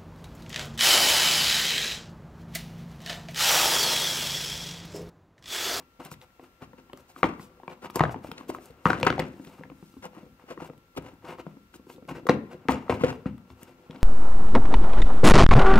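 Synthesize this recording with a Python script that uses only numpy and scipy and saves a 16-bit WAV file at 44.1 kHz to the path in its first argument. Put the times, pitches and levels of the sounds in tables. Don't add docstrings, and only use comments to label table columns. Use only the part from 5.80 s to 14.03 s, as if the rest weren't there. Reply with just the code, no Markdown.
import sys
import numpy as np
from scipy import signal
from scipy.fft import rfft, irfft
from scipy.io import wavfile

SR = 44100
rng = np.random.default_rng(int(sys.argv[2]) if len(sys.argv) > 2 else 0)


def voltage_ratio(level):
    return 10 ** (np.asarray(level, float) / 20)


def unload_wav(signal):
    wavfile.write(
        sys.argv[1],
        SR,
        np.round(np.clip(np.atleast_2d(signal).T, -1, 1) * 32767).astype(np.int16),
    )


N = 362943
TIME = np.arange(N) / SR

# (frequency [Hz], level per Hz [dB])
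AIR = [(25, 17.5), (108, -6.5), (300, -12), (700, -19), (1100, -17.5), (3500, -25.5), (9000, -33.5),
       (16000, -27)]
AIR_DB = -53
# (frequency [Hz], level [dB])
HUM = [(1361, -70.5), (2724, -82), (2229, -86)]
# (time [s], body rumble [dB], panel rustle [dB])
SHIFT = [
    (0.0, -69, -60.5),
    (3.14, -57, -43.5),
    (3.21, -29.5, -58),
    (3.94, -70.5, -56.5),
    (6.17, -62.5, -64.5),
    (7.17, -69, -37),
    (7.57, -62, -53),
    (8.23, -50, -53),
]
# (time [s], rise [ms], fall [ms], level [dB])
DRAGS = [(0.0, 3, 12.5, -53), (0.203, 5.6, 16.5, -46.5), (0.831, 12.2, 13.4, -47.5), (0.99, 11, 11, -56),
         (1.92, 22, 14, -48), (2.052, 20.6, 16.5, -43), (2.454, 20, 86, -56.5), (3.75, 74, 89, -59),
         (4.252, 16.6, 16, -44.5), (4.369, 32, 60, -57), (4.602, 10, 35, -61.5), (4.716, 25.6, 21, -48),
         (4.81, 13.5, 49, -48), (5.266, 31, 35, -53), (5.506, 41.5, 29, -44.5), (5.603, 17, 10.6, -47.5),
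         (5.678, 18, 51, -63), (6.296, 8.4, 18.3, -38.5), (6.371, 28, 22, -48), (6.734, 25, 17, -50),
         (7.13, 15, 43, -44), (7.217, 16, 24, -43.5), (7.28, 18, 55, -44), (6.105, 11.4, 12, -54.5),
         (8.169, 108, 170, -58)]
DRAG_RASP_DB, DRAG_HISS_DB = -23, -20
# (time [s], half length [ms], level [dB], hiss re level [dB])
BRUSHES = [(0.258, 23.5, -49.5, -10), (0.324, 13.4, -59, 4), (0.429, 16.5, -59, -6.5),
           (0.641, 20, -58.5, -11), (1.195, 21, -61, -7), (1.305, 17, -62.5, -3.5), (1.391, 26, -58, -5),
           (1.632, 31, -60.5, 1), (2.172, 20.3, -44.5, -9), (2.323, 10.5, -58, 2.5), (2.46, 23, -63.5, 1.5),
           (2.51, 32, -70, -1), (2.6, 32, -53.5, -17), (2.697, 9.8, -48.5, -0.5), (2.753, 18, -58, -4.5),
           (2.85, 42, -61.5, -2), (3.68, 105, -63, -4), (4.1, 140, -84, 13), (4.865, 15, -58, -4),
           (5.176, 7.2, -44, -11), (5.955, 12.4, -60.5, 0.5), (6.123, 31, -67.5, 6), (6.91, 12, -50, 3),
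           (3.08, 25, -57, 0.5), (7.712, 20, -63, -8), (7.82, 32, -59.5, -8), (7.89, 25, -59.5, -11)]
BRUSH_RASP_DB = -4
# (frequency [Hz], level [dB])
BODY = [(70, -25.5), (98, -4), (133, -5), (175, -1), (222, 0), (256, 3.5), (290, -9), (345, 4), (420, -4),
        (500, 2)]
# (frequency [Hz], width [Hz], level [dB])
PANELS = [(620, 362, -2.5), (919, 340, 4), (1090, 250, 4), (1340, 396, 0), (1697, 900, -4.5),
          (2053, 360, -4.5), (2796, 290, -13.5)]
# (time [s], peak [dB], strongest pitch [Hz])
BLOWS = [(0.002, -47, 367), (0.192, -43.5, 292), (0.256, -44, 380), (0.317, -35, 128), (0.628, -46, 347),
         (1.878, -33.5, 383), (2.038, -56, 384), (2.158, -19, 272), (2.488, -34, 229.5), (2.675, -41, 250),
         (2.902, -37.5, 91), (3.103, -16, 360), (6.888, -15.5, 100), (3.232, -14.5, 116),
         (3.304, -16.5, 273), (4.526, -47.5, 150.4), (4.779, -40, 126), (4.819, -29.5, 333),
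         (5.443, -36.5, 362), (5.667, -30.5, 142), (6.285, -38.5, 374), (6.456, -30.5, 327),
         (6.508, -20, 290), (6.746, -31.5, 356), (7.211, -26, 151), (7.703, -43, 207), (7.829, -38, 227),
         (8.097, -31.5, 214), (8.168, -39, 241)]
# (time [s], peak [dB], strongest pitch [Hz], rattle [dB], rattle fall [ms])
SLAMS = [(1.441, -17, 290, -37.5, 34), (2.207, -7.5, 260, -39, 43), (2.693, -21.5, 250, -52, 32),
         (3.059, -9, 141, -35, 82), (3.263, -15, 290, -23, 12), (3.39, -20, 154, -33, 17.5),
         (5.181, -27.5, 127.7, -53.5, 16), (6.494, -4.5, 280, -28, 14), (6.893, -13.5, 250, -33, 38),
         (7.096, -12, 358.5, -29, 17), (7.236, -10, 430, -36, 41), (7.46, -16.5, 184, -45, 13)]
RATTLE_LAG_S, RATTLE_RISE_MS, RATTLE_RASP_DB, RATTLE_HISS_DB = 0.004, 2, -34, -39
# (time [s], peak [dB])
JOLTS = [(3.539, -40), (3.597, -31.5), (3.671, -36), (3.794, -36.5), (3.81, -34), (3.854, -39.5),
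         (3.918, -35), (4.026, -35.5), (4.14, -43), (4.168, -37.5), (4.255, -37.5), (4.371, -36.5),
         (4.432, -40), (4.464, -40), (4.639, -42), (5.334, -41.5), (5.769, -38.5), (5.953, -40.5),
         (5.997, -39.5), (6.068, -41.5), (6.099, -38), (6.149, -44), (6.181, -38), (6.225, -37.5),
         (6.313, -28), (6.381, -31.5), (6.433, -36), (6.854, -36)]
JOLT_HZ, JOLT_RISE_HZ_PER_S = 196.4, 20
JOLT_TAP_DB, JOLT_TAP_HZ = -10.5, 860
# (time [s], peak [dB], panel pitch [Hz], body [dB])
TAPS = [(0.3156, -31.5, 1000, -66), (0.5952, -36.5, 1116, -43.5), (0.82, -36, 724, -38),
        (0.933, -42, 910, -44), (1.0974, -43, 960, -47), (1.132, -35, 1050, -35.5),
        (1.174, -37.5, 1010, -65), (1.363, -37.5, 1330, -47.5), (1.5956, -30.5, 1115, -35.5),
        (1.833, -36.5, 880, -42), (2.0993, -33, 900, -42), (2.3613, -34, 520, -28.5),
        (2.446, -26.5, 600, -31.5), (2.5146, -30, 860, -34.5), (2.609, -34, 1090, -38),
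        (2.7852, -32.5, 695, -37), (3.4232, -25.5, 520, -25), (3.5813, -45, 1280, -56),
        (3.8361, -32, 1740, -54), (3.9, -31.5, 2370, -38), (4.7755, -34.5, 1020, -34),
        (4.8036, -28, 650, -42), (4.898, -34, 577, -32), (5.1718, -37, 1120, -40), (5.666, -31.5, 604, -44),
        (5.94, -38, 950, -54), (6.8922, -10, 940, -44), (7.123, -16, 710, -20), (7.2682, -25, 543, -28),
        (7.4578, -25, 493, -39)]
TAP_EDGE_DB, TAP_TICK_DB, TAP_BODY_HZ = -18, -43.5, 260.4
# (time [s], peak [dB], panel pitch [Hz], edge [dB])
KNOCKS = [(1.4305, -4, 1350, -29), (1.4404, -12, 870, -27), (1.8787, -26.5, 960, -51),
          (2.1573, -21, 900, -18.5), (2.1717, -23.5, 890, -39), (2.194, -15, 1200, -17.5),
          (2.2061, -4.5, 744, -27), (2.2367, -6, 620, -21), (2.2634, -30, 547, -59.5),
          (2.2939, -21.5, 670, -51), (2.343, -29, 770, -50), (2.6995, -23.5, 630, -54.5),
          (2.7479, -24.5, 1030, -52), (3.0554, -4, 1130, -36), (3.0651, -9.5, 1450, -37),
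          (3.1033, -8, 1490, -16), (3.131, -14, 1450, -20), (3.23, -9.5, 2270, -10),
          (3.2672, -9.5, 1370, -5), (3.2712, -12.5, 1500, -12), (3.302, -17.5, 1480, -5),
          (3.3258, -20.5, 1350, -46), (3.38, -23, 780, -58.5), (3.394, -14.5, 493, -10.5),
          (6.4675, -21, 480, -19), (6.4886, -10, 1074, -14), (6.4939, -7, 770, -2),
          (6.8858, -7.5, 950, -22), (7.096, -10, 567, -45), (7.2366, -11, 577, -42)]
KNOCK_TICK_DB = -34.5
# (time [s], edge [dB], tick [dB])
CLICKS = [(0.25, -23, -33.5), (0.3146, -62, -34.5), (0.339, -23.5, -46), (0.414, -26.5, -70),
          (1.132, -25, -44), (1.1735, -60, -44), (1.206, -65, -50), (1.363, -56, -61), (2.0998, -22, -41),
          (2.106, -55.5, -41.5), (2.1575, -26.5, -18), (2.5156, -14.5, -35.5), (2.5798, -22, -67),
          (2.693, -25, -43), (2.7481, -55, -45), (2.8567, -58, -38.5), (3.0565, -41, -40),
          (3.2006, -17.5, -36.5), (3.3015, -26, -53), (3.3975, -48, -30.5), (3.4376, -23, -54),
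          (3.648, -25, -43.5), (3.672, -30, -62), (5.1717, -28, -48), (6.4693, -46, -31.5),
          (7.2387, -52, -35), (7.2456, -16.5, -62), (7.831, -25.5, -36), (8.1086, -24, -68),
          (8.209, -33, -56)]
CLICK_PANEL_DB, CLICK_PANEL_HZ = -31, 1100
# (time [s], peak [dB], panel pitch [Hz], edge [dB], tick [dB])
NICKS = [(0.424, -47, 860, -52, -57), (1.401, -46, 1240, -50, -58), (2.162, -24, 939, -36, -36),
         (2.211, -11, 855, -33, -50), (2.226, -23, 790, -40, -58), (2.252, -20.5, 1160, -42, -50),
         (2.906, -54, 1360, -35, -52), (3.0995, -14.5, 824, -40, -58), (3.151, -24, 1370, -42, -58),
         (3.25, -23, 1470, -38, -35), (3.483, -59, 824, -50, -53), (4.139, -58, 1520, -38, -63),
         (4.225, -41, 1120, -52, -52), (4.254, -31, 1170, -53, -43), (4.349, -42, 982, -52.5, -55),
         (4.596, -45.5, 946, -54, -65), (4.846, -36.5, 900, -48, -47.5), (4.934, -45, 1090, -44, -63),
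         (4.978, -60, 1350, -40, -53.5), (5.152, -50, 1133, -46.5, -59), (5.173, -34.5, 1100, -41, -52),
         (5.223, -43, 1430, -50, -50), (5.338, -49, 1050, -50, -58), (5.424, -48, 1130, -57, -62),
         (2.1915, -31.5, 1114, -37, -33.5), (7.125, -35, 1060, -48, -54), (6.095, -55, 980, -46, -51),
         (6.277, -67, 1340, -55, -50), (7.081, -32, 930, -48, -70), (7.21, -28.5, 905, -36, -51),
         (7.58, -46, 1270, -36, -52.5), (7.702, -39.5, 1000, -30, -61), (7.762, -61, 1350, -57, -67),
         (8.16, -44, 1400, -29, -61)]
CRACK_DB, CRACK_T60_S = -11.5, 0.0095
TICK_TAIL_DB, TICK_TAIL_T60_S = -18, 0.041
# (time [s], peak [dB], pitch [Hz])
SNAPS = [(1.431, -19, 1900), (2.195, -11, 2200), (2.2065, -14, 1500), (2.237, -23, 1600),
         (3.0562, -19, 1480), (3.2305, -8.5, 2400), (3.267, -12, 2000), (3.3025, -13, 2200),
         (3.327, -23.5, 2510), (6.489, -15.5, 1970), (6.494, -13, 1910), (6.8855, -8.5, 2170),
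         (7.0965, -18, 2000), (7.24, -27, 2600), (7.27, -39, 2500), (0.505, -46, 1800), (3.345, -37, 1500)]
# (time [s], peak [dB], pitch [Hz])
POPS = [(1.431, -10, 474), (1.441, -17, 490), (1.465, -26, 470), (2.168, -25, 520), (2.226, -29, 704),
        (2.262, -25, 600), (2.312, -29, 790), (3.058, -19, 600), (3.381, -17, 803), (4.333, -45, 773),
        (4.367, -38, 980), (4.688, -45, 480), (4.705, -35, 470), (4.706, -34, 1090), (4.716, -34, 497),
        (4.725, -36, 520), (4.825, -35, 1000), (4.891, -35.5, 547), (5.248, -48, 780), (5.357, -48.5, 930),
        (5.445, -43, 970), (5.456, -36, 1110), (5.485, -43, 610), (5.586, -33, 1040), (6.455, -34, 450),
        (6.503, -18, 516), (6.518, -20, 484), (6.55, -21.5, 497), (6.888, -20, 465), (6.9, -19, 463),
        (6.91, -28, 620), (6.945, -24, 477), (7.064, -36, 550), (7.105, -26, 480), (7.245, -16.5, 500),
        (2.24, -14, 560), (1.138, -35, 379), (6.168, -41, 300), (6.252, -42, 320), (6.322, -31, 280),
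        (6.285, -36, 500)]
# (time [s], peak [dB], pitch [Hz])
RINGS = [(1.3625, -34.5, 1260), (1.4315, -15, 2200), (1.441, -21, 2200), (3.0565, -8.5, 1220),
         (3.104, -6.5, 1410), (3.1315, -14.5, 1500), (3.2305, -15.5, 2400), (3.251, -27, 1400),
         (3.2715, -10, 1500), (3.303, -16.5, 1430), (3.836, -32, 1730), (6.469, -20.5, 1126),
         (6.4945, -14.5, 1850), (6.886, -14, 1120), (7.097, -26, 2300), (2.1955, -19, 1350),
         (2.2375, -20, 1510), (4.777, -40, 1050), (3.4, -18, 2050), (1.8, -40, 800), (6.139, -49, 3650),
         (6.162, -48, 3650), (6.252, -54, 2200), (5.942, -43, 2850), (1.3, -49, 800), (6.29, -44, 2800),
         (3.3275, -27, 2200), (2.344, -27, 900), (7.097, -16, 1020)]
# (frequency [Hz], level re blow [dB], time to fall 60 dB [s])
TABLE = [(59.9, -22, 0.1), (76.4, -11.5, 0.13), (103, -16.5, 0.18)]
TABLE_SWELL_S = 0.032
# (time [s], level [dB])
BOOMS = [
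    (1.437, -17),
    (2.159, -18),
    (3.063, -24),
    (3.394, -13),
    (4.16, -24),
    (5.399, -26.5),
    (6.896, -7),
    (7.096, -1),
    (7.236, -30),
    (7.701, -20),
]
BUZZ_DB, BUZZ_T60_S = -6.5, 0.11
BUZZ_LATE_DB, BUZZ_LATE_T60_S = -13, 0.43
# (time [s], frequency [Hz], level [dB], time to fall 60 dB [s])
JINGLE = [
    (6.901, 6870, -51, 0.25),
    (6.899, 6150, -52, 0.1),
    (6.9, 5650, -61, 0.45),
    (6.9, 8250, -51, .15),
    (7.26, 4950, -60, 0.4),
]
# (frequency [Hz], level [dB])
SIDE_DB = [(60, -19), (500, -13), (1000, -6.5), (4000, -1.5), (8000, 2), (13000, -2.5)]
# (frequency [Hz], time to fall 60 dB [s], level [dB])
ROOM = [(90, 0.4, -21.5), (250, 0.45, -14.5), (600, 0.19, -11), (1200, 0.82, -20.5), (2244, 0.4, -4),
        (5000, 0.2, 6.5), (10000, .2, -17)]
# (frequency [Hz], level [dB])
MIC = [(9000, -1.5), (10300, -6), (13700, -1), (14600, -12.5), (15600, -1), (15900, -39)]
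# (frequency [Hz], level [dB])
LEAN_DB = [(300, 0.2), (600, -0.3), (1100, 1.3), (2200, 2.5), (4200, -2.5), (8000, -2), (13000, 1.5)]


def unit(x):
    return x / np.sqrt(np.mean(x ** 2))


def band(x, lo_hz, hi_hz, order=2):
    limits = [lo_hz, min(hi_hz, 0.49 * SR)]
    return signal.sosfilt(signal.butter(order, limits, "band", fs=SR, output="sos"), x)


def sine(hz, t):
    return np.sin(2 * np.pi * hz * t)


def decay(t, t60):
    return np.exp(-np.log(1000) * t / max(t60, 0.002))


def add(out, s, x):
    i = max(int(s * SR), 0)
    out[i:i + len(x)] += x[:N - i]


def curve(table):
    hz, db = np.transpose(table)
    bins = np.arange(N // 2 + 1) * SR / N
    return np.interp(np.log(bins + 1), np.log(hz), db)


def colour(x, table, turn=1):
    return irfft(turn * rfft(x) * voltage_ratio(curve(table)), N)


def wander(rate):
    count = int(rate * N / SR)
    return np.interp(TIME, np.linspace(0, N / SR, count), rng.standard_normal(count))


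def alike(count):
    mid, side = rng.standard_normal((2, count))
    treble = signal.sosfilt(signal.butter(2, 800, "high", fs=SR, output="sos"), side)
    side = treble + 0.15 * side
    return np.array([mid + side, mid - side])


def air():
    phase = np.array([[0], [1.5]])
    whine = sum(voltage_ratio(db) * np.sqrt(2) * np.sin(2 * np.pi * hz * TIME + phase) for hz, db in HUM)
    return voltage_ratio(AIR_DB + 0.65 * wander(5.2)) * unit(colour(alike(N), AIR)) + whine


def grit(rate, scatter_db):
    size = np.minimum(rng.exponential(size=N), 3)
    happens = rng.random(N) < rate / SR
    slipped = happens * voltage_ratio(scatter_db * size) * rng.choice([-1, 1], size=N)
    return unit(slipped) + 0.35 * rng.standard_normal(N)


def resonate(x, modes):
    total = 0
    for k, (hz, width, db) in enumerate(modes):
        b, a = signal.iirpeak(hz, hz / width, fs=SR)
        total = total + (-1) ** k * voltage_ratio(db) * signal.lfilter(b, a, x)
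    return unit(total)


def slips():
    rattles = [(s + RATTLE_LAG_S, RATTLE_RISE_MS, fall, db, RATTLE_RASP_DB, RATTLE_HISS_DB)
               for s, _, _, db, fall in SLAMS]
    drags = [(*row, DRAG_RASP_DB, DRAG_HISS_DB) for row in DRAGS]
    brushes = [(s, half, half, db, hiss + BRUSH_RASP_DB, hiss) for s, half, db, hiss in BRUSHES]
    return rattles + drags + brushes


def rubbing():
    rough = grit(3000, 0.94)
    panel = resonate(rough, PANELS)
    body = resonate(grit(300, 2.6), [(hz, 30.0, db) for hz, db in BODY])
    rasp = unit(band(rough, 2000, 5500))
    hiss = unit(band(grit(5000, 4.0), 5500, 15800))
    force = np.zeros((3, N))
    for s, rise, fall, db, rasp_db, hiss_db in slips():
        i, j = max(int((s - 0.25) * SR), 0), int((s + 0.5) * SR)
        ms = (TIME[i:j] - s) * 1000
        shape = np.where((ms > 0) & (rise < 5), 1.1, 2)
        length = np.where(ms < 0, max(rise, 1), max(fall, 1))
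        bump = voltage_ratio(-6 * np.abs(ms / length) ** shape)
        level = voltage_ratio(db + np.array([0, rasp_db, hiss_db]))[:, None]
        force[:, i:j] += (level * bump) ** 2
    s, body_db, panel_db = np.transpose(SHIFT)
    force[0] += voltage_ratio(np.interp(TIME, s, panel_db) - 19.0) ** 2
    jerks = voltage_ratio(np.array([[2.5], [2.5], [1.5]]) * wander(160))
    on_panel, on_rasp, on_hiss = np.sqrt(force) * jerks
    on_body = np.hypot(voltage_ratio(np.interp(TIME, s, body_db) - 5.5), voltage_ratio(2.0) * on_panel)
    return on_body * body + on_panel * panel + on_rasp * rasp + on_hiss * hiss


def blows():
    slams = [row[:3] for row in SLAMS]
    tapped = [(s, db, TAP_BODY_HZ) for s, _, _, db in TAPS]
    start = JOLTS[0][0]
    jolts = [(s, db, JOLT_HZ + JOLT_RISE_HZ_PER_S * (s - start)) for s, db in JOLTS]
    return slams + BLOWS + tapped + jolts


def thumps():
    out, t = np.zeros(N), TIME[:int(SR / 5)]
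    rows = blows()
    chance = rng.standard_normal((len(rows), len(BODY), 2))
    for (s, db, hz), luck in zip(rows, chance):
        ring = sine(hz, t) * decay(t, 0.047)
        for (mode_hz, mode_db), (size, drift) in zip(BODY, luck):
            gain = size * voltage_ratio(mode_db - 4.0 - 3.5 * abs(np.log2(mode_hz / hz)))
            fade = decay(t, 0.058 * (250 / mode_hz) ** 0.1)
            ring = ring + gain * sine(mode_hz * (1 + 0.05 * drift), t) * fade
        ring = ring * (1 - np.exp(-t / 0.00073))
        add(out, s - 0.001, voltage_ratio(db) * ring / np.abs(ring).max())
    return out


def contacts():
    knocks = [(s, db, hz, edge, edge + KNOCK_TICK_DB) for s, db, hz, edge in KNOCKS]
    fingers = [(s, db, hz, db + TAP_EDGE_DB, db + TAP_TICK_DB) for s, db, hz, _ in TAPS]
    clicks = [(s, edge + CLICK_PANEL_DB, CLICK_PANEL_HZ, edge, tick) for s, edge, tick in CLICKS]
    faint = [(s, db + JOLT_TAP_DB) for s, db in JOLTS]
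    jolts = [(s, db, JOLT_TAP_HZ, db + TAP_EDGE_DB, db + TAP_TICK_DB) for s, db in faint]
    return knocks + fingers + clicks + jolts


def taps(rows):
    out, t = np.zeros(N), TIME[:int(SR / 20)]
    chance = rng.standard_normal((len(rows), len(PANELS) * 2 + len(t)))
    noise = chance[:, -len(t):]
    tick_fade = decay(t, 0.006) + voltage_ratio(TICK_TAIL_DB) * decay(t, TICK_TAIL_T60_S)
    edges = unit(band(noise, 1600, 4200)) * decay(t, 0.012)
    ticks = unit(band(noise, 4200, 15800)) * tick_fade
    cracks = unit(band(noise, 750, 2190)) * decay(t, CRACK_T60_S)
    soft = 1 - np.exp(-t / 0.00063)
    for row, luck, edge, tick, crack in zip(rows, chance, edges, ticks, cracks):
        s, db, hz, edge_db, tick_db = row
        ring = sine(hz, t) * decay(t, 9 / hz)
        for k, (panel_hz, width, panel_db) in enumerate(PANELS):
            gain = voltage_ratio(panel_db - 13.0 + 3 * luck[2 * k])
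            pitch = panel_hz * (1 + 0.15 * luck[2 * k + 1])
            ring = ring - gain * sine(pitch, t) * decay(t, 5.1 / width)
        hit = voltage_ratio(db) * (ring / np.abs(ring).max() + voltage_ratio(CRACK_DB) * crack)
        hit = hit + voltage_ratio(edge_db - 14.5) * edge + voltage_ratio(tick_db + 1.5) * tick
        add(out, s, soft * hit)
    return out


def swings(rows, cycles):
    out, t = np.zeros(N), TIME[:int(SR / 20)]
    for s, db, hz in rows:
        add(out, s, -voltage_ratio(db) * sine(hz, t) * decay(t, cycles / hz))
    return out


def snaps():
    return swings(SNAPS, 2.5)


def wall_pops():
    return swings(POPS, 9.4)


def lid_rings():
    return swings(RINGS, 17.6)


def table_booms():
    out, t = np.zeros(N), TIME[:int(SR / 3)]
    chance = rng.standard_normal((len(BOOMS), len(TABLE), 2))
    swell = 1 - np.exp(-t / TABLE_SWELL_S)
    for (s, db), luck in zip(BOOMS, chance):
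        boom = np.zeros(len(t))
        for (hz, mode_db, t60), (size, drift) in zip(TABLE, luck):
            boom += voltage_ratio(mode_db + 2 * size) * sine(hz * (1 + 0.056 * drift), t) * decay(t, t60)
        add(out, s, voltage_ratio(db) * boom * swell)
    return out


def buzz():
    force, t = np.zeros(N), TIME[:SR // 2]
    fade = decay(t, BUZZ_T60_S) + voltage_ratio(BUZZ_LATE_DB) * decay(t, BUZZ_LATE_T60_S)
    for s, _, _, db, _ in SLAMS:
        add(force, s + RATTLE_LAG_S, voltage_ratio(db + BUZZ_DB) * fade)
    return force * unit(band(grit(6000, 1.5), 900, 2500, order=3))


def jingle():
    out, t = np.zeros(N), TIME[:SR // 2]
    shake = wander(180)[:SR // 2]
    for s, hz, db, t60 in JINGLE:
        add(out, s, voltage_ratio(db) * sine(hz, t) * decay(t, t60) * shake)
    return out


def ports(x):
    side = colour(x, SIDE_DB, turn=1j) * (0.5 + wander(25))
    return np.array([x + side, x - side])


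def room(x):
    t = TIME[:int(0.7 * SR)]
    tail = 0
    for hz, t60, db in ROOM:
        echo = unit(band(alike(len(t)), hz / 3.15, hz * 1.64))
        tail = tail + voltage_ratio(db) * echo * decay(t, t60) / np.sqrt(t60 * hz)
    tail = 0.12 * tail * (1 - np.exp(-(t / 0.00055) ** 2))
    return signal.fftconvolve(x[None], tail, axes=1)[:, :N]


def scene():
    box = rubbing() + thumps() + taps(contacts()) + taps(NICKS)
    box = box + snaps() + wall_pops() + lid_rings() + buzz() + jingle()
    return air() + ports(box) + room(box) + table_booms()


def band_limit(x):
    return signal.sosfilt(signal.butter(12, 16490, fs=SR, output="sos"), x)


def record(dry):
    balance_db, drive, gain_db = 2.5, 0.49, 1.18
    lean = voltage_ratio(np.array([[0.5], [-0.5]]) * (balance_db + curve(LEAN_DB)))
    heard = colour(dry, MIC, turn=lean)
    heard = signal.sosfilt(signal.butter(4, 59, "high", fs=SR, output="sos"), heard)
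    mix = voltage_ratio(gain_db) * np.tanh(drive * heard) / drive
    return band_limit(mix)


dry = scene()
out = record(dry)
unload_wav(out)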